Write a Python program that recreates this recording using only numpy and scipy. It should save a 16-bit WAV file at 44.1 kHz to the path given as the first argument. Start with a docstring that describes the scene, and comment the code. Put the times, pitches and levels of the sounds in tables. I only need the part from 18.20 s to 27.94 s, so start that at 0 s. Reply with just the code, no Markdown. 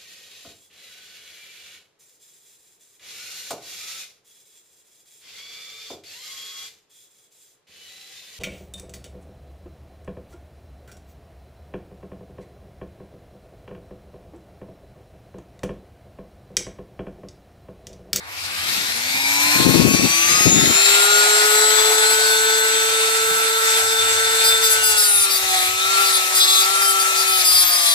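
"""A small rotary tool with an abrasive disc is switched on close to a two-port microphone and runs up to speed:
whines are sines locked to the turning shaft, and the rush of air is noise in narrow bands, over a faint rumble.
During the run-up, the jet of its cooling fan sweeps twice over the left port as bursts of lumpy low noise.
The tool idles, its rush wavering, and is then pressed again and again onto a thin steel bar, which slows it:
blows of the disc, once a turn, and grit ring the bar and the disc."""
import sys
import numpy as np
from scipy import signal
from scipy.io import wavfile

SR = 44100
rng = np.random.default_rng(int(sys.argv[2]) if len(sys.argv) > 2 else 0)


def dump_mix(stems):
    """Bounce the given channels to the path in sys.argv[1] as a 16-bit WAV at rate SR."""
    frames = np.atleast_2d(stems).T  # one column per channel
    limited = np.clip(frames, -1, 1)  # hard clip at full scale
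    pcm = np.round(limited * 32767).astype(np.int16)
    wavfile.write(sys.argv[1], SR, pcm)


N = 429534

# Speed that the dial asks for: t/s, speed/(turns per s)
DIAL = [(0, 248.4), (0.82, 387.4), (1.11, 363.1), (1.86, 365), (2.11, 476.9), (2.65, 450.6), (6.19, 446.5)]
# Braking by the steel, below zero where the motor surges as the pressure lets go:
# t/s, speed taken off the dial's/(turns per s)
DRAG = [(6.19, 0), (6.41, 4.6), (6.51, 37.1), (7.04, 166.1), (7.22, 102.6), (7.38, 141.9), (7.51, -14.4),
        (7.73, -4.3), (7.93, 159.9), (8.13, 37.3), (8.36, 56), (8.5, -21), (8.69, 107.8), (8.92, 42.9),
        (9.21, 150.5), (9.48, 130.5), (9.63, 220.1), (9.74, 195.1)]
START_TURNS_PER_S, INERTIA_S = 128.6, 0.92
LOADED_TURNS_PER_S = 8  # speed lost when the whines have fully changed to their loaded levels

# Strong whines, as multiples of the shaft speed:
# unbalance, its overtones, a bearing, commutator, a second bearing, fan blades
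WHINE_ORDERS = [1, 2, 3, 3.445, 8, 14.086, 18]
# Left minus right of each strong whine: level/dB
WHINE_PAN_DB = [-1.5, -1, -7, 4, 3.5, 10, 8]
# Speeds at which the strong whines are listed: speed/(turns per s)
WHINE_SPEEDS = [130, 215, 253, 272, 298, 320, 340, 358, 375, 394, 405, 413, 433, 439, 443, 445, 447]
# Strong whines running free, as the housing resonates; a row for each speed, a column for each whine: level/dB
FREE_WHINES = [(-71, -68, -68, -66, -56, -64, -65), (-52, -57, -56, -61, -47, -52, -48),
               (-47.5, -51, -51, -49, -45, -42, -38), (-42.5, -63, -41, -37, -25, -38, -33),
               (-35, -65, -37, -28.5, -24, -30.5, -35), (-39, -63, -43, -35, -29, -33, -34),
               (-37, -65, -65, -31.5, -28, -34, -21), (-42, -56, -41, -22.5, -35, -26, -21),
               (-36, -36, -62, -36, -41, -35, -18), (-34.5, -62, -62, -28.5, -33, -42, -20),
               (-31, -40, -33, -24, -33, -41, -17.5), (-28.5, -40, -30, -18, -41, -35, -24),
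               (-24.5, -31, -28, -28.5, -27.5, -43, -20.5), (-26, -37, -33.5, -20, -32.5, -46, -26),
               (-26, -40.5, -29.5, -26.5, -27.5, -31, -25), (-27.5, -41, -26.5, -30, -30.5, -39, -34.5),
               (-30, -38.5, -29, -25.5, -25.5, -39, -25.5)]
# Strong whines while the steel brakes the shaft: t/s, then a column for each whine: level/dB
LOADED_WHINES = [(6.45, -38, -40.5, -31, -21, -33, -44.0, -42),
                 (6.7, -33.5, -39, -31.5, -26.5, -32, -44.0, -26),
                 (6.9, -42.0, -40, -38.5, -30, -40, -35, -40), (7.1, -39.5, -43, -39, -31, -45, -36, -44),
                 (7.35, -39, -26, -41, -34, -46, -46, -37), (7.551, -41.5, -39, -47, -28, -39, -55.5, -44),
                 (7.801, -35.5, -38.5, -32, -17.5, -34, -49, -37),
                 (8.05, -41, -34.5, -52, -29, -42, -46.0, -42),
                 (8.3, -40.5, -39.5, -30, -32.5, -43, -38, -46),
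                 (8.45, -38, -36.5, -37, -23, -39, -46.0, -42),
                 (8.65, -38.5, -39, -35, -20.5, -30, -50, -37), (8.9, -37, -43, -42, -21.5, -41, -47, -39),
                 (9.15, -38.5, -37, -46, -25.5, -32, -48, -31),
                 (9.4, -47.5, -41.5, -38.0, -35.5, -45, -36, -31),
                 (9.65, -51, -38, -43, -33, -45.5, -41, -34)]
# Quick wavering of each strong whine: spread/dB
WHINE_FLUTTER_DB = [1.14, 2.4, 1.5, 1.38, 3.24, 1.4, 1.83]

# Faint whines, as multiples of the shaft speed
FAINT_ORDERS = [4, 5, 6, 6.445, 6.89, 7.227, 7.62, 8.4, 8.88, 9, 9.12, 9.44, 9.89, 10.656, 11, 13, 13.36,
                16, 16.8, 17.52, 20.227, 20.94, 21.33, 24, 27]
# Speeds at which the faint whines are listed: speed/(turns per s)
FAINT_SPEEDS = [208, 265, 310, 345, 372, 398, 425, 440, 446]
# A row for each faint whine: nine columns of level/dB at those speeds, level under load/dB, left minus right/dB
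FAINT_WHINES = [(-58, -51, -60, -44, -55, -45, -35, -37, -41, -57, 3),
                (-60, -60, -47, -54, -60, -54, -41, -39, -38, -50, 0),
                (-56, -50, -46, -45, -42, -46, -40, -43, -41, -45, 1),
                (-44, -46, -40, -35, -31, -27, -36, -42, -43, -35, 3),
                (-43, -47, -42, -37, -37, -37, -44, -57, -51, -47, 5),
                (-55, -47, -34, -26, -31, -57, -40, -37, -45, -41, 4),
                (-60, -44, -38, -28, -52, -47, -60, -60, -60, -60, -1),
                (-57, -32, -34, -41, -57, -41, -40, -37, -43, -51, 7),
                (-60, -32, -47, -60, -60, -52, -60, -60, -59, -60, -8),
                (-44, -42, -46, -56, -56, -40, -43, -38, -49, -45, 7),
                (-48, -60, -55, -53, -44, -38, -40, -45, -47, -41, -7),
                (-59, -35, -45, -47, -37, -31, -35, -35, -41, -39, 0),
                (-53, -40, -52, -38, -37, -35, -34, -34, -40, -40, 2),
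                (-45, -60, -45, -49, -42, -28, -40, -51, -54, -44, 1),
                (-53, -54, -48, -41, -51, -42, -40, -39, -44, -41, 2),
                (-60, -51, -60, -46, -46, -37, -50, -47, -48, -55, 0),
                (-52, -41, -41, -42, -42, -36, -39, -43, -49, -45, 4),
                (-42, -42, -42, -43, -40, -43, -40, -41, -41, -47, 3),
                (-48, -43, -46, -48, -46, -33, -39, -35, -37, -45, -1),
                (-39, -40, -59, -37, -39, -42, -37, -37, -40, -53, 0),
                (-50, -53, -47, -41, -37, -42, -40, -39, -42, -40, 2),
                (-60, -41, -37, -35, -38, -37, -37, -39, -44, -42, 2),
                (-60, -60, -58, -60, -60, -54, -49, -39, -44, -50, 2),
                (-60, -46, -38, -41, -39, -41, -47, -49, -45, -41, 4),
                (-60, -43, -47, -48, -46, -44, -39, -46, -49, -48, 6)]
FAINT_WAVER_DB = 4.0
FAINT_BLUR_RAD = 0.02  # wandering of the shaft angle as each faint whine sees it
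FAINT_FROM_SPEED, FAINT_DB_PER_SPEED = 185, 0.3  # they die away below this speed (turns per s)

# Rush of cooling air and brushes, before wavering and dips: t/s, middle band level/dB
AIR = [(0.02, -47), (0.08, -42), (0.19, -31.5), (0.43, -29), (0.52, -24.5), (0.87, -29), (1.0, -27),
       (1.35, -22.5), (1.83, -26.5), (2.11, -22), (2.35, -24), (2.6, -20.5), (3.41, -21.5), (3.97, -22),
       (4.3, -25.5), (6.4, -25), (7.0, -27.5), (7.33, -26), (7.59, -28), (7.79, -24.5), (8.03, -26.5),
       (8.5, -25.5), (8.8, -26.5), (9.71, -28)]
# Its other bands against the middle one, as the tool turns in the hand:
# t/s, low level/dB, vent resonance level/dB, high level/dB
AIR_TONE = [(0.02, 7, -4, -5.5), (0.19, -4.5, -2, -3.5), (0.52, -4.5, -5, -1), (1.35, -3, -5.5, 2.5),
            (2.11, -2.5, -3, 1), (2.41, -1, -6.5, 0), (2.62, -3, -2.5, 0), (3.41, -0.5, -8, 1),
            (4.5, -2, -4, 1), (6.4, -2.5, -5, 2), (9.71, -1, -4, 3.5)]
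# Where the vents point, counted from the average: t/s, left minus right level/dB
AIR_PAN = [(0.02, 1.5), (0.51, 4), (1.43, 3), (2.14, 4.5), (3.18, 1.5), (3.61, 4.5), (4.08, 0.5),
           (5.49, -0.5), (7.23, 2), (9.71, 4)]
# Colour of the rush inside each band:
# f/Hz, relative level in each Hz/dB, left minus right level/dB, left-right likeness (0 to 1)
AIR_COLOUR = [(151, -52, -8, 0.34), (292, -2, -15.5, 0.94), (490, 2, 3.5, 0.53), (710, 12.5, -1, 1),
              (1180, 9, 5, 0.37), (1490, 14.5, 1, 0.78), (2504, 18, 0.5, 0.058), (2840, -4, -3, 1),
              (3600, 13, 5.5, 0.067), (4640, 1.5, -0.5, 0.055), (5630, 10.5, 9.5, 0.084),
              (7570, 11.5, -3.5, 0.018), (10300, 7.5, 6, 0.027), (12520, 6, 8.5, 0.03),
              (14600, -28, -8, 0.45)]
# Borders between the low, vent, middle and high bands: f/Hz
AIR_SPLIT_HZ = [1800, 2750, 5500]
# The rush wavers while the tool idles
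WAVER_FROM_S, WAVER_TO_S, WAVER_PERIOD_S, WAVER_DB = 4.43, 6.27, 0.344, 1.17
# Low, vent, middle and high band dip by this share of the loudest touch level above the mark
DIP_SHARES, DIP_FROM_DB = [0.26, 0.39, 0.23, 0.071], -24.5

# Stretches in which the faint low noise has no gaps: from t/s, to t/s
RUMBLE_UNBROKEN = [(0, 2.4), (5.719, 7), (7.12, 7.55)]
RUMBLE_HZ, RUMBLE_DB = (76.3, 102), -51.5

# Gusts of the fan jet on the left port: start t/s, held t/s, level/dB
GUSTS = [(0.25, 1.0, -41), (0.49, 0.15, -36), (1.25, 0.023, -35), (1.39, 0.17, -12.5), (1.61, 0.099, -10),
         (1.72, 0.13, -12), (1.9, 0.15, -36.5), (2.1, 0.028, -21), (2.18, 0.067, -21.5), (2.26, 0.083, -16),
         (2.38, 0.13, -17.5), (5.1, 0.074, -41)]
GUST_RISE_DB_PER_S, GUST_FALL_DB_PER_S = 354, 380
JET_HZ, JET_LUMPS_DB = (118, 335), 4.5

# Touches of the disc on the steel: start t/s, held t/s, five groups of modes from low to high: level/dB
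TOUCHES = [(6.245, 0.046, -26, -19.5, -24, -20, -22), (6.44, 0.032, -21, -21, -20, -23, -21),
           (6.505, 0.031, -33, -30, -23, -17, -20), (6.64, 0.081, -42, -24.5, -25, -19, -22),
           (6.78, 0.087, -25, -21, -22, -17.5, -22), (6.88, 0.17, -27.5, -31, -28, -16, -29),
           (7.11, 0.031, -29, -22, -28, -25, -24), (7.16, 0.015, -36, -22, -40.0, -23, -22),
           (7.28, 0.19, -26.5, -36, -36, -29, -32), (7.81, 0.095, -27, -26.5, -31, -29, -29),
           (7.935, 0.036, -24, -24.5, -30, -19.5, -29.0), (8.155, 0.04, -27, -21, -21, -18.5, -23),
           (8.205, 0.044, -16.5, -19, -22, -30, -25), (8.28, 0.14, -17.5, -23, -20.5, -24, -25),
           (8.43, 0.02, -27, -24, -32, -38, -33.0), (8.62, 0.045, -38, -23.5, -35, -24, -25),
           (8.68, 0.035, -40, -26.5, -28, -19, -25), (8.8, 0.019, -29, -25, -31, -24, -29),
           (8.97, 0.054, -32, -23.5, -37, -27.0, -32), (9.08, 0.14, -26, -24, -36, -22, -26.0),
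           (9.25, 0.18, -29, -19, -26, -17.5, -21), (9.36, 0.066, -23, -22, -39, -18.5, -23.5),
           (9.45, 0.052, -28, -25, -40, -29, -17), (9.51, 0.057, -39, -21.0, -30.0, -21.5, -24),
           (9.58, 0.082, -25.5, -25, -28, -22, -26.0), (9.66, 0.11, -19.5, -23.5, -32, -20.5, -26)]
TOUCH_RISE_DB_PER_S, TOUCH_FALL_DB_PER_S = 798, 500
# Where the disc rasps instead of cutting clean: start t/s, held t/s, grit against the blows: level/dB
RASPS = [(7.26, 0.3, -2), (8.15, 0.1, -13)]
# Modes (ringing tones) of the hand-held bar and the disc, levels counting within a group:
# f/Hz, width/Hz, left level/dB, right level/dB
STEEL_MODES = [(3470, 640, 5.5, 3.5), (3870, 560, 9, -26), (4265, 230, 4.5, 0.5), (4780, 420, 15.5, 8.5),
               (5200, 380, 1, 13), (6720, 770, 4.5, -2), (7930, 1500, -20, 6), (9260, 570, -26, 9),
               (10270, 990, 14.5, 7), (12620, 2500, 3.5, -16), (14740, 780, 16, 8)]
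# Borders between the five groups of modes: f/Hz
STEEL_SPLIT_HZ = [4400, 5800, 8500, 11500]
GRIT_DB, UNEVEN_DB = -22, 2.8  # least grit against the blows; wavering of each overtone
SMEAR_RAD, WOBBLE_RAD = 1.2, 0.3  # overtone phases: spread, as the high spot is broad; wandering

RIGHT_LAG_S = 0.00023  # the tool is nearer to the left port
CUTOFF_HZ = 14520


def amp(db):
    """Turn a level in dB into a gain."""
    return 10 ** (np.asarray(db) / 20)


def rms_one(x):
    """Scale to an rms (average strength) of 1."""
    return x / np.sqrt(np.mean(x ** 2) + 1e-20)


def in_time(rows):
    """Draw straight lines between the rows of a table, sample by sample, for each column after the time."""
    time_s, *columns = np.transpose(rows)
    return [np.interp(np.arange(N) / SR, time_s, column) for column in columns]


def bursts(rows, rise_db_per_s, fall_db_per_s):
    """Levels in dB, column by column: each row rises, holds and falls; the loudest one counts."""
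    now = np.arange(0, N + 40, 40) / SR  # every 40th sample is enough
    start, held, *columns = np.transpose(rows)[:, :, None]
    before = rise_db_per_s * (start - now)
    after = fall_db_per_s * (now - start - held)
    under = np.maximum(0, np.maximum(before, after))
    loudest = [np.max(column - under, axis=0) for column in columns]
    return [np.interp(np.arange(N) / SR, now, level_db) for level_db in loudest]


def drift(rate_hz):
    """Slow chance of spread 1: noise smoothed twice by a one-pole low-pass, at every 40th sample."""
    r = np.exp(-80 * np.pi * rate_hz / SR)
    noise = rng.standard_normal(N // 40 + 2002)
    slow = signal.lfilter([1], [1, -2 * r, r * r], noise)[2000:]  # leave out the filter's start
    return np.interp(np.arange(N) / 40, np.arange(len(slow)), rms_one(slow))


def band(x, low_hz, high_hz):
    """Keep the sound between two frequencies, with gentle edges."""
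    return signal.sosfilt(signal.butter(2, [low_hz, high_hz], "band", fs=SR, output="sos"), x)


def resonance(x, hz, width_hz):
    """Ring at one frequency with gain 1 on top; a narrower width rings longer."""
    r = np.exp(-np.pi * width_hz / SR)
    feedback = [1, -2 * r * np.cos(2 * np.pi * hz / SR), r * r]
    return signal.lfilter([(1 - r * r) / 2, 0, (r * r - 1) / 2], feedback, x)


def panned(x, pan_db):
    """Left and right with the given level difference."""
    return np.array([x * amp(pan_db / 2), x * amp(-pan_db / 2)])


def shaft(asked):
    """The shaft speed follows the speed asked of it with the lag of its inertia."""
    r = np.exp(-1 / (INERTIA_S * SR))
    return signal.lfilter([1 - r], [1, -r], asked, zi=[START_TURNS_PER_S])[0]


def whine(angle, order):
    """A sine of rms 1 that repeats 'order' times in each turn of the shaft."""
    return np.sqrt(2) * np.sin(order * angle + rng.uniform(0, 2 * np.pi))


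def strong_whines(angle, speed, loaded):
    """Each part of the motor whines at a level set by speed when running free, and by time under load."""
    out = 0
    for order, free_db, braked_db, flutter_db, pan_db in zip(
            WHINE_ORDERS, np.transpose(FREE_WHINES), in_time(LOADED_WHINES), WHINE_FLUTTER_DB, WHINE_PAN_DB):
        level_db = (1 - loaded) * np.interp(speed, WHINE_SPEEDS, free_db) + loaded * braked_db
        gain = amp(level_db + flutter_db * drift(13.3))
        out = out + panned(gain * whine(angle, order), pan_db)
    return out


def faint_whines(angle, speed, loaded):
    """Weaker whines follow a slightly wandering shaft angle and die away at low speed."""
    out = 0
    slow_db = FAINT_DB_PER_SPEED * np.maximum(0, FAINT_FROM_SPEED - speed)
    for order, (*free_db, braked_db, pan_db) in zip(FAINT_ORDERS, FAINT_WHINES):
        level_db = (1 - loaded) * np.interp(speed, FAINT_SPEEDS, free_db) + loaded * braked_db - slow_db
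        gain = amp(level_db + FAINT_WAVER_DB * drift(6.0))
        blurred_angle = angle + FAINT_BLUR_RAD * drift(22.0)
        out = out + panned(gain * whine(blurred_angle, order), pan_db)
    return out


def rush_levels(over_db):
    """Levels of the four air bands: they waver while idling and dip during strong touches."""
    now, (level_db,) = np.arange(N) / SR, in_time(AIR)
    idling = (now > WAVER_FROM_S) & (now < WAVER_TO_S)
    level_db = level_db + idling * WAVER_DB * np.sin(2 * np.pi * (now - WAVER_FROM_S) / WAVER_PERIOD_S)
    low, vent, high = in_time(AIR_TONE)
    return [level_db + tone_db - share * over_db for tone_db, share in zip([low, vent, 0, high], DIP_SHARES)]


def air_rush(angle, levels_db, pan_db, patchy_db, beat):
    """Third-octave bands of noise, partly common to both ports, pulsing a little with every turn."""
    hz, density_db, tilt_db, alike = np.transpose(AIR_COLOUR)
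    edges = 110 * 2 ** (np.arange(23) / 3)
    groups = np.zeros((4, 2, N))
    white = rng.standard_normal((2, 3, N))  # neighbouring bands get unrelated noise
    together = drift(16.0)
    for k, (low, high) in enumerate(zip(edges, edges[1:])):
        common, left, right = band(white[k % 2], low, high)
        middle = np.log(low * high) / 2
        share = np.clip(np.interp(middle, np.log(hz), alike), 0, 1)
        both = np.sqrt(share) * common + np.sqrt(1 - share) * np.array([left, right])
        patches_db = patchy_db * (0.5 * together + drift(6.8))
        gain = amp(np.interp(middle, np.log(hz), density_db) + patches_db)
        tilt = np.interp(middle, np.log(hz), tilt_db)
        groups[np.searchsorted(AIR_SPLIT_HZ, low)] += both * panned(gain, tilt)
    rush = sum(amp(level_db) * rms_one(group) for level_db, group in zip(levels_db, groups))
    return rush * panned(1 + beat * np.cos(angle), pan_db - np.mean(pan_db))


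def rumble():
    """Faint low rumble at both ports: band-passed noise, with random gaps outside the unbroken stretches."""
    now = np.arange(N) / SR
    unbroken = sum((now > start) & (now < end) for start, end in RUMBLE_UNBROKEN)
    audible = np.array([np.maximum(unbroken, drift(4) > 1.1) for port in range(2)])
    return amp(RUMBLE_DB) * rms_one(band(audible * rng.standard_normal((2, N)), *RUMBLE_HZ))


def fan_jet():
    """The jet breaks on the left port as gusts of lumpy low noise."""
    level_db, = bursts(GUSTS, GUST_RISE_DB_PER_S, GUST_FALL_DB_PER_S)
    lumps = amp(JET_LUMPS_DB * drift(39)) * rng.standard_normal(N)
    jet = amp(level_db) * rms_one(band(lumps, *JET_HZ))
    return jet * [[1], [0]]


def grinding(angle, touch_db):
    """The high spot of the disc hits the steel once a turn, with grit that swells once a turn; both ring the modes."""
    blows = 0
    for k in range(4, 44):  # overtones of the turning rate
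        phase = SMEAR_RAD * rng.standard_normal() + WOBBLE_RAD * drift(10.0)
        blows = blows + amp(UNEVEN_DB * drift(27.0)) * np.cos(k * angle + phase)
    grit = rng.standard_normal(N) * (1 + np.cos(angle)) ** 2
    grit_db = np.maximum(GRIT_DB, *bursts(RASPS, TOUCH_RISE_DB_PER_S, TOUCH_FALL_DB_PER_S))
    contact = rms_one(blows) + amp(grit_db) * rms_one(grit)
    groups = np.zeros((5, 2, N))
    for k, (hz, width_hz, left_db, right_db) in enumerate(STEEL_MODES):
        ring = resonance(resonance(contact, hz, width_hz), hz, 2 * width_hz)
        sign = (-1) ** k  # every other mode is turned upside down
        groups[np.searchsorted(STEEL_SPLIT_HZ, hz)] += sign * ring * amp([[left_db], [right_db]])
    return sum(amp(level_db) * rms_one(group) for level_db, group in zip(touch_db, groups))


def scene():
    """The tool reaches the right port a little late; jet and rumble act on the ports directly."""
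    (dial,), (drag,), (pan_db,) = in_time(DIAL), in_time(DRAG), in_time(AIR_PAN)
    speed = shaft(dial - drag)
    # 0 running free, 1 whines fully at their loaded levels
    loaded = np.clip((shaft(dial) - speed) / LOADED_TURNS_PER_S, 0, 1)
    unsteady_speed = speed * (1 + 0.000428 * drift(19.7))
    angle = 2 * np.pi * np.cumsum(unsteady_speed) / SR
    touch_db = bursts(TOUCHES, TOUCH_RISE_DB_PER_S, TOUCH_FALL_DB_PER_S)
    over_db = np.maximum(0, np.max(touch_db, axis=0) - DIP_FROM_DB)
    tool = strong_whines(angle, speed, loaded) + faint_whines(angle, speed, loaded)
    tool = tool + air_rush(angle, rush_levels(over_db), pan_db, patchy_db=1.6, beat=0.025)
    tool = tool + grinding(angle, touch_db)
    tool[1] = np.pad(tool[1], (round(RIGHT_LAG_S * SR), 0))[:N]
    return tool + rumble() + fan_jet()


def record(dry):
    """Peaks clip at full scale, then a steep low-pass cuts the top."""
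    clipped = np.clip(dry, -1, 1)
    return signal.sosfilt(signal.ellip(12, 0.5, 80, CUTOFF_HZ, fs=SR, output="sos"), clipped)


dry = scene()
out = record(dry)
dump_mix(out)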